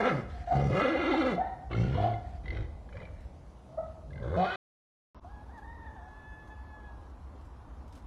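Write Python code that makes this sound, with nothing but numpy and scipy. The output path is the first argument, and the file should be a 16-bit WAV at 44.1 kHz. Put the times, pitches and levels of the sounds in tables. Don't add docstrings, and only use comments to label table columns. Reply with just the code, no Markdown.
import sys
import numpy as np
from scipy import signal
from scipy.fft import rfft, irfft
from scipy.io import wavfile
from scipy.ndimage import uniform_filter1d

SR = 44100
rng = np.random.default_rng(int(sys.argv[2]) if len(sys.argv) > 2 else 0)


def gain_from_decibels(decibels):
    exponent = np.asarray(decibels, float) / 20
    return 10 ** exponent


def store_wav(level_fs):
    pcm = np.round(np.clip(np.atleast_2d(level_fs), -1, 1) * 32767)
    wavfile.write(sys.argv[1], SR, pcm.T.astype(np.int16))


N = 355446

# (time [s], level [dB])
WIND = [(0, -39.5), (.1, -56), (.28, -43.5), (.65, -47), (1.22, -49.5), (1.62, -47.5), (1.86, -41),
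        (2.0, -46), (2.66, -42.5), (2.99, -55), (3.16, -43), (3.6, -55), (4.23, -43.5), (4.4, -58.5),
        (5.4, -50), (6.13, -51.5), (6.6, -50), (8.06, -49.5)]
# (frequency [Hz], density [dB per Hz])
FIELDS = [
    [(60, -29.5), (110, 6), (250, -1), (400, -8.5), (650, -4.5), (1000, -11.5), (1300, -18), (2000, -26.5),
     (3200, -29.5), (6300, -33.5), (8300, -40), (10000, -37.5), (12000, -48), (15800, -52)],
    [(60, -1), (110, -5.5), (250, 2), (400, -5.5), (650, -5), (1000, -4), (1400, -13), (2000, -23),
     (3200, -28), (6300, -33), (8300, -39.5), (10000, -37.5), (12000, -43.5), (15800, -50)],
]
FIELDS_DB = [-54.5, -55]
# (time [s], level [dB], centre [Hz])
RUSTLES = [(2.2999, -59.5, 3530), (3.2046, -55, 3530), (3.24, -61, 3810), (5.5774, -53, 2530),
           (6.4747, -55, 3040), (7.0983, -59, 3000), (7.4094, -58.5, 3700), (7.4503, -59, 6340),
           (7.8785, -55, 2530), (7.9248, -49, 3500), (7.952, -44.5, 3250), (7.975, -51.5, 4300),
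           (7.9833, -67, 4630), (8.0176, -63, 2730)]
SPLICE_S = [4.556, 5.1465, 5.199, 5.245]

# (time [s], pitch [Hz], level [dB])
CROWS = [
    [(1.4, 870, -33), (1.5, 941, -42), (1.72, 917, -60)],
    [(5.24, 683, -47), (5.28, 746, -52.5), (5.3, 815, -50.5), (5.37, 845, -45.5), (5.46, 843, -60)],
    [(5.49, 784, -40), (5.52, 930, -51), (5.56, 940, -44), (5.6, 822, -36.5)],
    [(5.61, 794, -31), (5.635, 890, -44), (5.77, 930, -46.5), (5.88, 879, -42), (5.96, 885, -47),
     (6.08, 862, -44)],
    [(5.96, 831, -43), (6.0, 688, -59), (6.09, 754, -48.5)],
    [(6.06, 845, -53), (6.16, 858, -50.5), (6.26, 863, -45.5), (6.29, 864, -45.5), (6.33, 860, -45.5),
     (6.365, 863, -49.5), (6.4, 860.6, -47.5), (6.46, 861, -53), (6.5, 847, -51)],
    [(6.49, 860, -47), (6.525, 863, -42.5), (6.56, 854, -50), (6.58, 855.3, -46.5), (6.63, 858.8, -48),
     (6.66, 867, -57), (6.72, 853, -46), (6.79, 850, -50), (6.8, 848, -53)],
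    [(6.79, 839, -53), (6.85, 845, -47.5), (6.88, 839, -49), (6.92, 838, -56), (6.95, 819, -60),
     (7.09, 834, -64)],
    [(6.87, 840, -48.5), (6.895, 777, -56), (6.915, 700, -60.5)],
]
# (rasp [0-1], second partial over the beak's colour [dB])
CROW_MANNER = [(0.62, -7), (0.36, -3), (0.47, -8), (0.63, -5.5), (0.16, -3), (0.09, 1.5), (0.04, -1),
               (0.06, 3), (0.18, -15)]
CROW_UPPER_DB = [-18.5, -21]
CROW_RASP_DB = [-25, -1]
# (frequency [Hz], level [dB])
BEAK = [(700, -0.5), (790, -6), (860, -13.5), (930, -11.5), (1420, -19), (1600, -12.5), (1720, -10.5),
        (1860, -8.5)]

# (start [s], length [s], level [dB], first pitch [Hz], last pitch [Hz])
BARKS = [(0, 0.026, -30, 678.4, 725), (0.229, 0.0255, -50, 693, 720), (0.331, 0.064, -50, 716, 735),
         (0.4, 0.055, -49, 724, 700), (0.47, 0.038, -33.5, 679.7, 720), (0.502, 0.035, -25.5, 703, 727),
         (0.528, 0.036, -29, 714, 798), (0.561, 0.0092, -34, 790, 750), (1.355, 0.028, -35.5, 710, 728),
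         (1.377, 0.015, -26, 697, 706), (1.386, 0.043, -27.5, 722, 777), (1.433, 0.027, -42, 827, 827),
         (1.972, 0.025, -32.5, 676, 715), (1.994, 0.019, -28.5, 676, 696), (2.014, 0.028, -34, 690, 680),
         (2.034, 0.0292, -25.5, 704, 710), (2.053, 0.021, -25, 717, 716), (2.069, 0.015, -27.5, 697, 698),
         (2.081, .012, -31.5, 700, 700), (2.095, 0.03, -34.5, 693, 725), (3.684, 0.063, -55.5, 627, 656),
         (3.738, 0.018, -50.5, 670, 664), (3.77, 0.048, -33, 636, 651.5), (3.816, 0.021, -45, 660, 687),
         (3.851, 0.025, -42.5, 656, 671), (4.367, 0.052, -28, 640.4, 783), (4.413, 0.037, -29.5, 736, 788)]

# (time [s], pitch [Hz])
FOLDS = [
    [(0, 235), (.03, 195), (.06, 262), (.085, 245), (.12, 170), (.15, 137), (.19, 128), (.24, 95)],
    [(.51, 69), (.7, 69), (.755, 180), (.795, 192), (.83, 280), (1.05, 310), (1.19, 298), (1.3, 240),
     (1.37, 130)],
    [(1.695, 56), (1.79, 56), (1.85, 65), (1.94, 67), (1.96, 103), (2.04, 104), (2.08, 116), (2.24, 100)],
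    [(2.432, 42), (2.52, 42), (2.57, 53), (2.7, 53)],
    [(2.891, 29), (3.0, 20), (3.04, 30), (3.13, 30)],
    [(4.08, 45), (4.19, 46), (4.22, 57), (4.26, 58), (4.35, 94), (4.372, 96)],
    [(4.362, 160), (4.4, 180), (4.459, 189), (4.463, 348), (4.58, 402)],
]
# (time [s], effort [dB], gape [-1 shut to 1 wide])
EFFORT = [
    [(0, -28.5, 0.77), (.082, -30.5, 1.11), (.15, -32, 0.32), (.204, -34.5, 0.49), (.25, -59.5, -1.3)],
    [(.51, -45.5, 0.8), (.56, -29, 0.17), (.626, -29, 0.33), (.688, -29.5, 0.011), (.73, -29.5, 0.49),
     (.8, -26, 0.74), (1.0, -34, 0.99), (1.326, -27.5, 0.58), (1.38, -40, 0.12)],
    [(1.69, -58.5, 0.94), (1.718, -37.5, 0.54), (1.792, -26.5, -0.049), (1.918, -32, 0.1),
     (1.966, -33, 0.4), (2.05, -32, 0.26), (2.14, -41, 0.34), (2.25, -53.5, -0.92)],
    [(2.43, -47.5, 0.19), (2.51, -39, -0.09), (2.566, -36, 0.054), (2.622, -29.5, -0.6),
     (2.71, -73, -0.076)],
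    [(2.885, -57.5, 0.27), (2.967, -44, 0.44), (3.035, -49, 0.55), (3.14, -78, .1)],
    [(4.08, -52, 0.13), (4.115, -45, 0), (4.192, -46, 0.15), (4.236, -34.5, 0.27), (4.3, -33.5, 0.283),
     (4.37, -31, 0.65)],
    [(4.36, -32.5, 0.114), (4.396, -26, 0.32), (4.43, -38.5, 1.19), (4.47, -35, 0.9), (4.555, -41, 1.4)],
]
CHESTS_HZ = [149, 125, 109.6, 69, 59, 88.8, 175]
# (frequency [Hz], level [dB])
THROAT = [(250, -3), (330, 0), (420, -7), (515, -3), (590, -15), (715, -9), (850, -21), (1080, -24),
          (1250, -70)]
OPENING = [1.06, 1.04, 1.05, 1.07, 1.7, 1.12, 1.5]
# (level at gape 0 [dB], gain [dB per gape])
LAYERS = [
    (3, -2),
    (-9.5, 14.5),
    (-18.5, 18),
    (-23, -3),
]
# (mouth [dB], nostrils [dB], first partial [dB], throat in the squeal [dB])
MUZZLE = [(-0.5, 2, 0, 0), (-1.2, -0.8, 1.5, 0), (-2, -6, 3, 0), (2.5, -18, -0.5, 0), (-0.5, -0.5, -2.5, 0),
          (-6, -14, -0.5, 0), (-6, -6.5, -1.5, -5)]
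MANNER = [(.22, 0, 0), (.21, 1, .15), (.15, 0, .25), (.25, 0, 0), (.25, 0, 0), (.08, 0, .05), (.13, 0, 0)]
# (frequency [Hz], width [Hz], level [dB])
EARLY_TUBES = [
    [(1300.7, 30, 1.5), (1650, 75, -6.5), (2080, 66, -5), (2480, 110, -20), (2806, 43, -16),
     (3395, 74.1, -28), (4035, 71, -26), (5750, 91, -36)],
    [(1085, 60, -8), (1311, 57, 3), (1670, 17, -1), (2050, 46, 2), (2440, 38, -8.5), (2770, 31, -5.5),
     (3060, 28, -15.5), (3200, 26, -12), (3503, 50, -12.5), (3840, 60, -14.5), (4290, 160, -18),
     (5900, 150, -35)],
    [(1392, 50, 0.5), (1710, 37, -1.5), (2100, 320, -6.5), (2850, 100, -5), (3250, 95, -5),
     (3680, 100, -16.5), (4100, 130, -13), (4620, 95, -29), (5550, 190, -37.5), (6500, 78, -46.5)],
]
# (frequency [Hz], width [Hz], level [dB])
LATER_TUBES = [
    [(1500, 110, -7.5), (2030, 430, -10.5), (3250, 170, -13.5), (3810, 71, -11.5), (5100, 70, -37),
     (5500, 140, -25)],
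    [(1060, 150, -5.5), (1670, 46, -12), (2030, 170, -2.5), (2472, 51, -9), (3010, 110, -6),
     (4000, 86, -15)],
    [(1060, 80, 3), (1560, 140, -3), (2100, 34, -5.5), (3530, 112, -15.5), (5240, 290, -42),
     (5760, 150, -33.5)],
    [(1558, 110, -10.5), (2020, 120, -11.5), (2513, 57, -10), (2962, 100, -12.5), (3500, 550, -18.5),
     (4010, 47, -14), (4355, 73, -19.5)],
]
# (time [s], level [dB])
FULLNESS = [(0, -4.5), (.12, -1), (.3, 0.5), (.5, -4), (.71, -10), (.82, -9.5), (.97, -8.5), (1.09, 3.5),
            (1.22, 4.5), (1.26, 0), (1.37, -1.5), (1.7, 0), (1.93, -3), (2.0, -1.5), (4.0, -9),
            (4.345, -11), (4.37, -4)]
# (time [s], frequency [factor])
FLARE = [(0, .98), (.8, .985), (1.1, .965), (1.35, .935), (1.72, .89), (1.9, 0.94), (2.05, 1.0),
         (4.1, 1.019), (4.4, 1.02)]
# (frequency [Hz], width [Hz], depth [0-1])
NASAL_DIPS = [(1900, 76, 0.5), (2740, 61, 0.95), (4850, 190, 1), (3240, 41, 0.8), (4000, 34, .6),
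              (5170, 33, 0.2)]
# (frequency [Hz], density [dB per Hz])
BREATH = [(500, -29.5), (800, 0.5), (1300, 10), (2200, -10.5), (3500, -6.5), (4400, -21), (5000, -34.5),
          (8000, -65.5)]
# (frequency [Hz], density [dB per Hz])
AIR = [(3500, -27), (4500, -2.5), (6000, -7), (8000, -18.5), (11500, -24.5), (12300, -53)]
# (time [s], peak [dB], ring [Hz])
CREAKS = [(2.456, -35.5, 1999), (2.479, -29.5, 2030), (2.503, -27, 2050), (2.569, -36.5, 2030),
          (2.527, -49, 2100), (2.551, -41.5, 2105), (2.625, -42.5, 2001), (2.651, -46, 1970),
          (2.9516, -46, 1680), (2.9995, -40, 2020), (3.028, -43, 2355), (2.888, -49, 1670),
          (2.926, -45.5, 2300), (2.968, -40, 2330), (3.019, -47.5, 2100), (3.051, -39, 2320),
          (4.229, -39, 1560), (4.293, -39, 1470), (4.105, -45, 1660), (4.13, -41.5, 2050),
          (4.155, -44, 2060), (4.156, -45, 1608), (4.176, -44.5, 2080), (4.177, -40, 1560),
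          (4.2465, -44, 1560), (4.278, -43.5, 1520), (4.315, -42, 1590), (4.329, -39.5, 1230),
          (4.351, -37.5, 1504), (4.197, -45, 2020), (1.711, -43, 1386), (1.7308, -28, 2130),
          (1.7484, -28, 1378), (1.7828, -33.5, 2160), (1.8345, -33.5, 1460), (1.864, -34, 1410),
          (1.949, -29.5, 970), (1.9697, -33, 1070), (1.992, -36.5, 982), (2.011, -30, 954),
          (2.048, -31.5, 1050), (2.072, -32, 1060), (2.1, -35.5, 1076), (.438, -55, 4140),
          (2.137, -36, 2080)]
# (time [s], level [dB])
KNOCKS = [(1.711, -39.5), (1.73, -39), (1.948, -39), (2.568, -43), (2.89, -48), (2.926, -43), (2.969, -43),
          (2.977, -44), (3.004, -48), (3.019, -44), (3.073, -46), (3.089, -49), (3.108, -56)]
# (start [s], length [s], level [dB])
SNIFFS = [(0.265, 0.2, -59), (0.447, 0.14, -57), (2.202, 0.209, -65.5), (3.095, 0.2, -70.5)]
# (frequency [Hz], density [dB per Hz])
SNIFF = [(1200, -10.5), (1800, 5), (2600, -9), (4000, -9), (5000, -13), (8000, -22.5), (11800, -37)]
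# (time [s], frequency [Hz], level [dB])
WHISTLE = [(4.46, 1370, -51.5), (4.472, 1392, -37), (4.52, 1505, -39.5), (4.556, 1580, -52)]


def evened(x):
    return x / np.sqrt(np.mean(x ** 2) + 1e-20)


def along(rows, t):
    s, *columns = np.transpose(rows)
    return [np.interp(t, s, c) for c in columns]


def add(mix, s, sound):
    part = mix[round(s * SR):][:len(sound)]
    part += sound[:len(part)]


def laid(voice, *tables):
    track = np.zeros(N)
    for row in zip(*tables):
        add(track, *voice(*row))
    return track


def wander(count, hz):
    b, a = signal.butter(2, hz, fs=SR / 32)
    knots = signal.lfilter(b, a, rng.standard_normal(count // 32 + 40))[38:]
    return np.interp(np.arange(count) / 32, np.arange(len(knots)), evened(knots))


def resonate(x, hz, width):
    return signal.lfilter(*signal.iirpeak(hz, hz / width, fs=SR), x)


def slide(x, hz, width):
    turn = np.exp(2j * np.pi * np.cumsum(hz) / SR)
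    r = np.exp(-np.pi * width / SR)
    return 2 * (turn * signal.lfilter([1 - r], [1, -r], x / turn)).real


def steep(x, order, hz, kind):
    return signal.sosfilt(signal.butter(order, hz, kind, fs=SR, output="sos"), x)


def coloured(points, count, patchy_db):
    hz = np.fft.rfftfreq(1024, 1 / SR)
    a, b, patches = rng.standard_normal((count // 256 + 5, 513, 3)).T
    patches = evened(uniform_filter1d(uniform_filter1d(patches, 12, 0), 14, 1))
    f, db = np.transpose(points)
    shape_db = np.interp(np.log(hz + 1), np.log(f + 1), db)[:, None]
    bins = (a + 1j * b) * gain_from_decibels(shape_db + patchy_db * patches)
    return evened(signal.istft(bins, nperseg=1024, noverlap=768)[1][:count])


def echoes(x, t60, every_s, first_s, dull_hz):
    at = np.arange(first_s, 1.4, every_s)
    at = at + every_s * rng.random(len(at))
    taps = np.zeros(2 * SR)
    taps[(at * SR).astype(int)] = rng.standard_normal(len(at)) * gain_from_decibels(-60 * at / t60)
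    taps = signal.lfilter(*signal.butter(1, dull_hz, fs=SR), taps)
    return signal.fftconvolve(x, taps / np.linalg.norm(taps))[:N]


def field():
    t = np.arange(N) / SR
    rumble = evened(resonate(resonate(rng.standard_normal(N), 59.3, 22), 65.2, 54))
    first, second = (gain_from_decibels(db) * coloured(points, N, patchy_db=1.5) for points, db in zip(FIELDS, FIELDS_DB))
    return gain_from_decibels(along(WIND, t)[0] + 2.0) * rumble + np.where(t < 5, first, second)


def rustle(s, db, hz):
    t = np.arange(0, .05, 1 / SR)
    puff = resonate(rng.standard_normal(len(t)), hz, 3900) * np.exp(-t / 0.021)
    return s, gain_from_decibels(db - 6.5) * puff / abs(puff).max()


def crow(rows, manner):
    t = np.arange(rows[0][0], rows[-1][0], 1 / SR)
    hz, level_db = along(rows, t)
    rasp, lift_db = manner
    first_db = level_db + along(BEAK, hz)[0]
    second_db = level_db + lift_db + along(BEAK, 2 * hz)[0]
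    levels_db = [first_db, second_db]
    levels_db += [second_db + db + rasp_db * rasp for db, rasp_db in zip(CROW_UPPER_DB, CROW_RASP_DB)]
    turns = np.cumsum(hz * (1 + 0.041 * rasp * wander(len(t), 86))) / SR
    tone = sum(gain_from_decibels(db) * np.sin(2 * np.pi * (k + 1) * turns) for k, db in enumerate(levels_db))
    flutter = (1 + .15 * wander(len(t), 12.4)) * gain_from_decibels(3.5 * rasp * wander(len(t), 45))
    return t[0], np.sqrt(2) * tone * flutter * signal.windows.tukey(len(t), .1)


def bark(start, length, db, first_hz, last_hz):
    t = np.arange(0, length, 1 / SR)
    hz = first_hz + (last_hz - first_hz) * t / length
    phase = 2 * np.pi * np.cumsum(hz * (1 + 0.026 * wander(len(t), 100))) / SR
    second_db = np.interp(hz, (640, 720), (-20, -28))
    third_db = np.interp(hz, (640, 720), (-37.5, -42.5))
    tone = np.sin(phase) + gain_from_decibels(second_db) * np.sin(2 * phase) + gain_from_decibels(third_db) * np.sin(3 * phase)
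    halo = evened(steep(rng.standard_normal(len(t)), 4, [540, 950], "band"))
    level = gain_from_decibels(db + 1.5 * wander(len(t), 60)) * signal.windows.tukey(len(t), min(.022 / length, 1))
    return start, level * (np.sqrt(2) * tone + gain_from_decibels(-20) * halo)


def sniff(start, length, db):
    count = round(length * SR)
    return start, gain_from_decibels(db) * coloured(SNIFF, count, patchy_db=3) * signal.windows.tukey(count, .5)


def knock(s, db):
    t = np.arange(0, .02, 1 / SR)
    from_hz, to_hz, fall_s = 2588, 422, .0022
    hz = to_hz + (from_hz - to_hz) * np.exp(-t / fall_s)
    shape = (1 - np.exp(-(t / 0.0007) ** 2)) * np.exp(-t / 0.0032)
    return s, gain_from_decibels(db) * np.sin(2 * np.pi * np.cumsum(hz) / SR) * shape


def creak(s, db, hz):
    t = np.arange(0, .03, 1 / SR)
    puff = evened(steep(rng.standard_normal(len(t)), 4, (2700, 4370), "band")) * np.exp(-t / 0.0051)
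    ring = np.sin(2 * np.pi * hz * t) * np.exp(-t / 0.0067)
    rise = 1 - np.exp(-(t / .0024) ** 2)
    return s, gain_from_decibels(db - 2.5) * rise * (ring + gain_from_decibels(-15) * puff)


def whistle():
    t = np.arange(N) / SR
    hz, level_db = along(WHISTLE, t)
    inside = (t > WHISTLE[0][0]) & (t < WHISTLE[-1][0])
    level = inside * gain_from_decibels(level_db + 1.1 * wander(N, 40)) * np.sqrt(2)
    return level * np.sin(2 * np.pi * np.cumsum(hz) / SR)


def nasal(x):
    (flare,) = along(FLARE, np.arange(N) / SR)
    for hz, width, depth in NASAL_DIPS:
        swallowed = slide(x, hz * flare, width) if hz < 3000 else resonate(x, hz, width)
        x = x - min(depth, 1) * swallowed
    return x


def chest_and_throat(hz, turns, hoarse, chest_db, throat_db, full_db, first_db, chest_hz, opening, lifted):
    count, low = len(hz), np.zeros(len(hz))
    split_db = 0.5 - 10 * np.log10(np.maximum(350 / hz, 1.3))
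    for k in range(1, int(min(1200 * opening / hz.min(), 24)) + 1):
        chest = chest_db + first_db * (k == 1) - 3.5 - 13 * np.log2(k * hz / chest_hz) ** 2
        throat = throat_db + np.interp(k * hz / lifted, *np.transpose(THROAT)) + split_db
        share = np.clip((k * hz / opening - 200) / 70, 0, 1)
        unrest = hoarse * min((k / 2.2) ** 1.5, 1.4)
        slip = 3.02 + 0.046 * k * k + 1.7 * unrest * wander(count, 55)
        waver_db = 8 * unrest * wander(count, 30)
        off_ring = 0.5 - np.exp(-((k * hz - 512) / 110) ** 2)
        body_db = full_db * np.clip((k * hz - 140) / 50, 0, 1) * off_ring
        level = gain_from_decibels((1 - share) * chest + share * throat + waver_db + body_db)
        low += level * np.sqrt(2) * np.cos(2 * np.pi * k * turns + slip)
    return low


def mouth_tube(drive, tube, jaw, flare, full_db):
    ring = 0
    for k, (f, w, db) in enumerate(tube):
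        width = w + f / 70
        if f < 1500:
            mode = slide(drive, f * jaw / jaw.mean(), width)
        elif 2300 < f < 3300:
            mode = slide(drive, f * flare / flare.mean(), width)
        else:
            mode = resonate(drive, f, width)
        level = (-1) ** k * gain_from_decibels(db + .5 * full_db * (f > 2900))
        ring = ring + level * resonate(mode, f, 4 * w + f / 9)
    return ring


def bray(folds, effort, muzzle, manner, tube, chest_hz, opening):
    t = np.arange(folds[0][0], folds[-1][0], 1 / SR)
    count = len(t)
    (hz,), (effort_db, gape) = along(folds, t), along(effort, t)
    (full_db,), (flare,) = along(FULLNESS, t), along(FLARE, t)
    mouth_trim_db, air_trim_db, first_db, squeal_db = muzzle
    rest, shake, growl_air = manner
    chest_db, throat_db, mouth_db, air_db = (effort_db + db + per * gape for db, per in LAYERS)
    throat_db = throat_db + np.interp(hz, (318, 342), [0, -3 + squeal_db])
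    lifted = opening * np.interp(hz, (318, 342), [1, 0.95])
    jaw = np.maximum(hz, 170) ** .17

    tremor_per_s, tremor_low_s = 10.9, 1.053
    tremor = shake * 0.002185 * np.maximum(hz - 232, 0)
    hz = hz * (1 - tremor * np.cos(2 * np.pi * tremor_per_s * (t - tremor_low_s)))
    glide = uniform_filter1d(abs(np.gradient(np.log(hz))) * SR, round(.04 * SR))
    sag_db = effort_db.max() - effort_db
    hoarse = np.clip(rest + .018 * np.minimum(glide, 12) + .012 * sag_db, 0, .8)
    turns = np.cumsum(hz * (1 + .07 * hoarse * wander(count, 40))) / SR + .99
    low = chest_and_throat(hz, turns, hoarse, chest_db, throat_db, full_db, first_db, chest_hz, opening, lifted)

    snaps = np.diff(np.floor(turns), prepend=0) * np.sqrt(SR / hz) * gain_from_decibels(2.4 * wander(count, 68))
    gate = evened(0.55 + 0.96 * np.exp(-(turns % 1) / hz / 0.0076)) * gain_from_decibels(1.4 * wander(count, 28.0))
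    growl_hz = 110
    hoarse = hoarse + growl_air * np.clip(2 - hz / (growl_hz / 2), 0, 1) ** .5
    drive = (1 - hoarse) ** 2 * snaps + 1.9 * hoarse * gate * rng.standard_normal(count)
    ring = mouth_tube(drive, tube, jaw, flare, full_db)
    hiss = gate * coloured(BREATH, count, patchy_db=5.5)
    mouth = gain_from_decibels(mouth_db + mouth_trim_db) * evened(evened(ring) + gain_from_decibels(-5.5) * hiss)
    air = gain_from_decibels(air_db + air_trim_db - 6.0) * gate * coloured(AIR, count, patchy_db=3.0)
    return t[0], (low + air + mouth) * signal.windows.tukey(count, .04)


def scene():
    rooster = laid(crow, CROWS, CROW_MANNER)
    dog = laid(bark, *np.transpose(BARKS))
    tubes = EARLY_TUBES + LATER_TUBES
    donkey = nasal(laid(bray, FOLDS, EFFORT, MUZZLE, MANNER, tubes, CHESTS_HZ, OPENING)) + whistle()
    for voice, table in [(sniff, SNIFFS), (creak, CREAKS), (knock, KNOCKS)]:
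        donkey = donkey + laid(voice, *np.transpose(table))
    first = donkey + gain_from_decibels(-13.0) * echoes(donkey, t60=0.66, every_s=0.0013, first_s=.01, dull_hz=5960)
    bright_dog = dog + gain_from_decibels(11.5) * steep(dog, 6, 1050, "high")
    first += dog + gain_from_decibels(-14.0) * echoes(bright_dog, t60=0.86, every_s=.004, first_s=.02, dull_hz=6030)
    first[5 * SR:] = 0
    second = rooster + gain_from_decibels(-17) * echoes(rooster, t60=0.4, every_s=.003, first_s=0.022, dull_hz=4000)
    return (first + second + laid(rustle, *np.transpose(RUSTLES)) + field())[None]


def gated(x):
    hz, t, z = signal.stft(x, SR, nperseg=512, noverlap=384)
    held_db = 10 * np.log10(uniform_filter1d(abs(z) ** 2, size=24, axis=-1) + 1e-16)
    near_db = np.median([np.roll(held_db, k, axis=-2) for k in range(-3, 4)], axis=0)
    weak = np.clip(-1.55 - (held_db - near_db), 0, 1) * (hz > 2300)[:, None]
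    chance = uniform_filter1d(rng.standard_normal((len(t), len(hz))), size=45, axis=0)
    chance = evened(uniform_filter1d(chance, size=2, axis=1)).T
    holes = np.clip(5 * (chance - 1.45), 0, 1) * ((hz > 4200) & (hz < 9000))[:, None]
    muted = np.maximum(weak, holes)
    return signal.istft(z * gain_from_decibels(-24 * muted), SR, nperseg=512, noverlap=384)[1][:, :N]


def top_cut(x):
    return signal.sosfilt(signal.butter(12, 15730, fs=SR, output="sos"), x)


def record(dry):
    t, dry = np.arange(N) / SR, gated(dry)
    edge_hz, edge_db = 11900, -5
    dry = irfft(rfft(dry) * gain_from_decibels(edge_db * (np.fft.rfftfreq(N, 1 / SR) > edge_hz)), N)
    end, stub_in, stub_out, up = SPLICE_S
    takes = np.interp(t, [end, end + .004, stub_out, up], [1, 0, 0, 1])
    dull = signal.sosfilt(signal.cheby2(10, 60, 7200, fs=SR, output="sos"), dry)
    thud = -gain_from_decibels(-51) * np.exp(-abs(t - stub_in) / 0.0018)
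    stub = thud + gain_from_decibels(1.5) * dull * np.clip((t - stub_in) / 0.0014, 0, 1)
    stub = stub * (t > stub_in) * np.clip((stub_out - t) / 0.0021, 0, 1)
    return top_cut(takes * dry + stub)


dry = scene()
out = record(dry)
store_wav(out)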